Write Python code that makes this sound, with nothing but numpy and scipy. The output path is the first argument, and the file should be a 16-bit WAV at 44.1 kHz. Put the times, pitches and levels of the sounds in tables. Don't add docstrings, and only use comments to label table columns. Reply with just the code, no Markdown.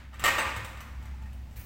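import sys
import numpy as np
from scipy import signal
from scipy.fft import rfft, irfft
from scipy.io import wavfile
from scipy.ndimage import uniform_filter1d

SR = 44100
rng = np.random.default_rng(int(sys.argv[2]) if len(sys.argv) > 2 else 0)


def to_wav(s):
    ch = np.atleast_2d(s).T
    pcm = np.round(np.clip(ch, -1, 1) * 32767)
    wavfile.write(sys.argv[1], SR, pcm.astype(np.int16))


N = 72765
T = np.arange(N) / SR


# (time [s], relative level [dB], treble [dB], chatter length [s])
TRAY_KNOCKS = [(.131, -29.5, -10, 0.007), (.1955, -22.5, 7, 0.0042), (.2395, -3, 4.5, .008),
               (.2565, -2.5, 2, 0.0093), (.279, -1, -4.5, .01), (.3825, -2.5, -6.5, .01),
               (.397, -5, -26, .012), (.465, -13, -8.5, .01), (.563, -20.5, 6.5, .008)]
# (time [s], relative level [dB], treble [dB])
STEEL_TICKS = [(0.1414, -32.5, 2), (0.4898, -26.5, 4.5), (.6466, -28, 14), (.6945, -32, 1),
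               (0.7722, -27, -3), (0.8054, -24.5, 4.5), (1.0261, -40, 8), (1.0549, -32, 2),
               (1.2227, -36, -1), (1.2567, -39, -1), (1.3305, -46.5, 18), (1.5101, -50, 15),
               (1.528, -50, 16), (1.56, -42.5, 12)]
MODE_PITCHES = [1018, 1117, 1158, 1190, 1234, 1374, 1775, 1847, 2137, 2185, 2652, 3724, 4037, 4946]
# (relative level [dB], t60 [s])
MODE_RINGS = [(-3.5, 1.05), (2, 0.36), (-5, 1.15), (1.5, 0.6), (-1.5, 1.12), (-12, 2.02), (-6, 1.3),
              (0.5, 1.05), (-6, 0.48), (-9.5, 1.62), (-9, .6), (-7.5, 0.41), (-10.5, .7), (-11.5, 0.31)]

def tray(level_db=7, modes_db=-6, tick_chatter_s=.003):
    contacts = TRAY_KNOCKS + [(*tick, tick_chatter_s) for tick in STEEL_TICKS]
    pushes = sum(contact(*row) for row in contacts)
    clang = signal.fftconvolve(pushes, clang_response())[:N]
    touches = np.zeros(N)
    for start, db, _, length in contacts:
        touching = (T >= start) & (T < start + length)
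        touches += undb(db) * unit_energy(1. * touching)
    modes = sum(undb(db) * ring(touches, hz, t60) for hz, (db, t60) in zip(MODE_PITCHES, MODE_RINGS))
    modes = unit_energy(modes) * np.linalg.norm(touches)
    return undb(level_db) * (clang + undb(modes_db) * modes)


def contact(start, db, treble_db, length, bounces=24, chatter_db=4):
    push = signal.unit_impulse(N, int(start * SR))
    times = start + rng.random(bounces) * length
    sizes = undb(chatter_db) * unit_energy(rng.standard_normal(bounces))
    np.add.at(push, (times * SR).astype(int), sizes)
    return undb(db) * shelf(unit_energy(push), treble_db)


def ring(touches, hz, t60, beat_db=4.5):
    retained = np.exp(-2 * np.log(1000) / (t60 * SR))
    energy = signal.lfilter([1], [1, -retained], touches ** 2)
    beating = undb(beat_db * walk(25.65))
    return np.sqrt(energy) * beating * np.sin(2 * np.pi * (hz * T + rng.random()))


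# (frequency [Hz], width [Hz], boost [dB])
FLOOR_RESONANCES = [(1158, 120, 6.5), (1865, 37, 9.5), (2678, 49, 7), (3730, 48, 6.5)]
# (frequency [Hz], relative level [dB])
KNOCK_EQ = [(60, -13), (130, -29), (300, -15), (420, -19), (490, -7), (620, -10), (760, -7), (1180, -5),
            (1550, -7), (2100, -2), (2800, -7.5), (3500, -13), (5700, -19), (8000, -16), (9600, -24.5),
            (15500, -20.5)]

def clang_response(crack_db=-5, clang_db=-3, room_db=-2):
    crack = unit_energy(rng.standard_normal(N) * fade(t60=.008))
    body = unit_energy(rng.standard_normal(N) * fade(t60=.09))
    clang = resonate(body + undb(crack_db) * crack, FLOOR_RESONANCES)
    tail = shelf(kitchen_tail(), treble_db=-3.5)
    return colour(undb(clang_db) * clang + undb(room_db) * tail, KNOCK_EQ)


# (frequency [Hz], t60 [s])
KITCHEN_DECAY = [(150, 1.16), (1000, 1.023), (2500, 0.93), (6000, 0.82), (15000, 0.51)]

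def kitchen_tail(build_s=.0091):
    hz = np.fft.rfftfreq(N, 1 / SR)
    spectrum = rfft(rng.standard_normal(N))
    edges_hz = np.geomspace(40, SR / 2, 16)
    tail = np.zeros(N)
    for low, high in zip(edges_hz, edges_hz[1:]):
        band = irfft(spectrum * ((hz >= low) & (hz < high)), N)
        tail += band * fade(on_log_axis(np.sqrt(low * high), KITCHEN_DECAY))
    return unit_energy(tail * (1 - np.exp(-T / build_s)))


# (frequency [Hz], level [dB], t60 [s])
BLADE_MODES = [(6280, -46, 0.34), (8080, -49, 0.59), (15150, -45, .25)]

def blade(start_s=.387):
    touch = signal.unit_impulse(N, int(start_s * SR))
    return sum(undb(db) * ring(touch, hz, t60) for hz, db, t60 in BLADE_MODES)


# (time [s], level [dB])
ROLL_LEVEL = [(0, -52.5), (.11, -62), (.19, -52.5), (.232, -38), (.3, -41.5), (.45, -44), (.62, -50),
              (.9, -60), (1.08, -58), (1.4, -66), (1.65, -71)]
# (frequency [Hz], relative level [dB])
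ROLL_EQ = [(200, 1.5), (500, -9), (900, -2), (1300, 1), (2100, 1), (3500, -10), (8000, -22), (15000, -30.5)]

def rolling(grain_db=2.5):
    slips = rng.standard_normal(N) * undb(grain_db * rng.exponential(size=N))
    return unit(colour(slips, ROLL_EQ)) * fader(ROLL_LEVEL)


# (time [s], level [dB])
MELON_THUDS = [(0.274, -45), (.568, -32), (0.624, -38)]

def thuds(hz=100.5, t60=.19):
    sound = np.zeros(N)
    for start, db in MELON_THUDS:
        age = np.maximum(T - start, 0)
        sound += undb(db) * np.sin(2 * np.pi * hz * age) * np.exp(-np.log(1000) * age / t60)
    return sound


# (peak time [s], half-width [s], level [dB])
RIND_SQUEAKS = [(0.443, 0.07, -42.5), (1.042, 0.022, -59), (1.144, 0.0055, -53.5), (1.234, 0.038, -61.5)]

def squeaks():
    swells = sum(undb(db) * np.exp(-((T - peak) / width) ** 2) for peak, width, db in RIND_SQUEAKS)
    return tone(hz=873, waver=.0202, rate_hz=120) * swells


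# (frequency [Hz], relative level [dB])
RUB_EQ = [(400, -8), (1000, -6), (1500, 0), (2300, 4), (3200, -8.5), (5000, -7.5), (10000, -9.5),
          (13000, -1.5), (15200, 1.5)]

def rub(start_s=1.553, level_db=-47.5, grain_db=1.5, flutter_db=1.2):
    attack_s, release_after_s, release_s = .018, .05, .07
    age = np.maximum(T - start_s, 0)
    attack = np.minimum(age / attack_s, 1)
    release = np.exp(-np.maximum(age - release_after_s, 0) / release_s)
    grains = rng.standard_normal(N) * undb(grain_db * rng.exponential(size=N) + flutter_db * walk(150))
    return undb(level_db) * attack * release * unit(colour(grains, RUB_EQ))


# (time [s], relative level [dB])
DRONE_LEVEL = [(0.0, -50), (0.202, -44.5), (0.326, -63), (0.352, -46), (0.398, -59), (0.49, -42),
               (0.542, -49), (0.588, -41.5), (0.628, -48.5), (0.79, -48), (0.818, -53.5), (0.992, -37.5),
               (1.034, -48), (1.102, -39.5), (1.42, -42.5), (1.538, -52.5), (1.59, -40.5), (1.65, -70)]
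# (frequency [Hz], relative level [dB])
DRONE_OVERTONES = [(103, -58), (143, -59.5), (181, -66.5), (211, -62)]
# (frequency [Hz], relative level [dB])
AIR_EQ = [(18, -6), (32, -19), (45, -6.5), (70, -1.5), (105, -1.5), (160, -21), (240, -13.5), (400, -29.5),
          (870, -25.5), (1200, -34), (2400, -35), (4500, -41.5), (8000, -45), (11000, -52), (16000, -44)]
# (time [s], gain [dB])
ROOM_SWELL = [(0, -7.5), (.3, 1.5), (.65, -1), (.85, 0), (1.2, -1), (1.65, 0.5)]

def drone(low_hz=65, waver=.0242, low_trim_db=1.5, flicker_db=1.68, air_db=-47.5):
    low = tone(low_hz, waver, rate_hz=22.2) * undb(low_trim_db) * fader(DRONE_LEVEL)
    overtones = sum(tone(hz, waver, rate_hz=22.09) * undb(db + flicker_db * walk(9.2))
                    for hz, db in DRONE_OVERTONES)
    air = undb(air_db) * unit(colour(rng.standard_normal(N), AIR_EQ))
    return low + (overtones + air) * fader(ROOM_SWELL)


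def tone(hz, waver, rate_hz):
    pitch = hz * (1 + waver * walk(rate_hz))
    return np.sqrt(2) * np.sin(2 * np.pi * np.cumsum(pitch) / SR)


def walk(rate_hz):
    hold = int(SR / rate_hz)
    steps = np.repeat(rng.standard_normal(N // hold + 1), hold)
    return unit(uniform_filter1d(uniform_filter1d(steps, hold), hold)[:N])


def fade(t60):
    return np.exp(-np.log(1000) * T / t60)


def fader(points):
    return undb(np.interp(T, *np.array(points).T))


def resonate(x, peaks):
    return x + sum((undb(db) - 1) * signal.lfilter(*signal.iirpeak(hz, hz / width, fs=SR), x)
                   for hz, width, db in peaks)


def shelf(x, treble_db, corner_hz=4200):
    hz = np.fft.rfftfreq(2 * N, 1 / SR)
    gain = undb(treble_db * hz ** 2 / (hz ** 2 + corner_hz ** 2))
    return irfft(rfft(x, 2 * N) * gain)[:N]


def colour(x, points, taps=4096):
    gain = undb(on_log_axis(np.fft.rfftfreq(taps, 1 / SR), points))
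    cepstrum = irfft(np.log(gain))
    cepstrum[1:taps // 2] *= 2
    cepstrum[taps // 2 + 1:] = 0
    response = irfft(np.exp(rfft(cepstrum)))
    return signal.fftconvolve(x, unit_energy(response))[:N]


def on_log_axis(hz, points):
    frequencies, values = np.array(points, float).T
    return np.interp(np.log(np.maximum(hz, 1)), np.log(frequencies), values)


def undb(db):
    return 10 ** (np.asarray(db) / 20)


def unit(x):
    return x / np.sqrt(np.mean(x ** 2))


def unit_energy(x):
    return x / np.sqrt(np.sum(x ** 2))


def scene():
    return (tray() + blade() + rolling() + thuds() + squeaks() + rub() + drone())[None]


def record(dry):
    top_hz = 15850
    return signal.sosfilt(signal.ellip(10, .2, 80, top_hz, fs=SR, output="sos"), dry)


dry = scene()
out = record(dry)
to_wav(out)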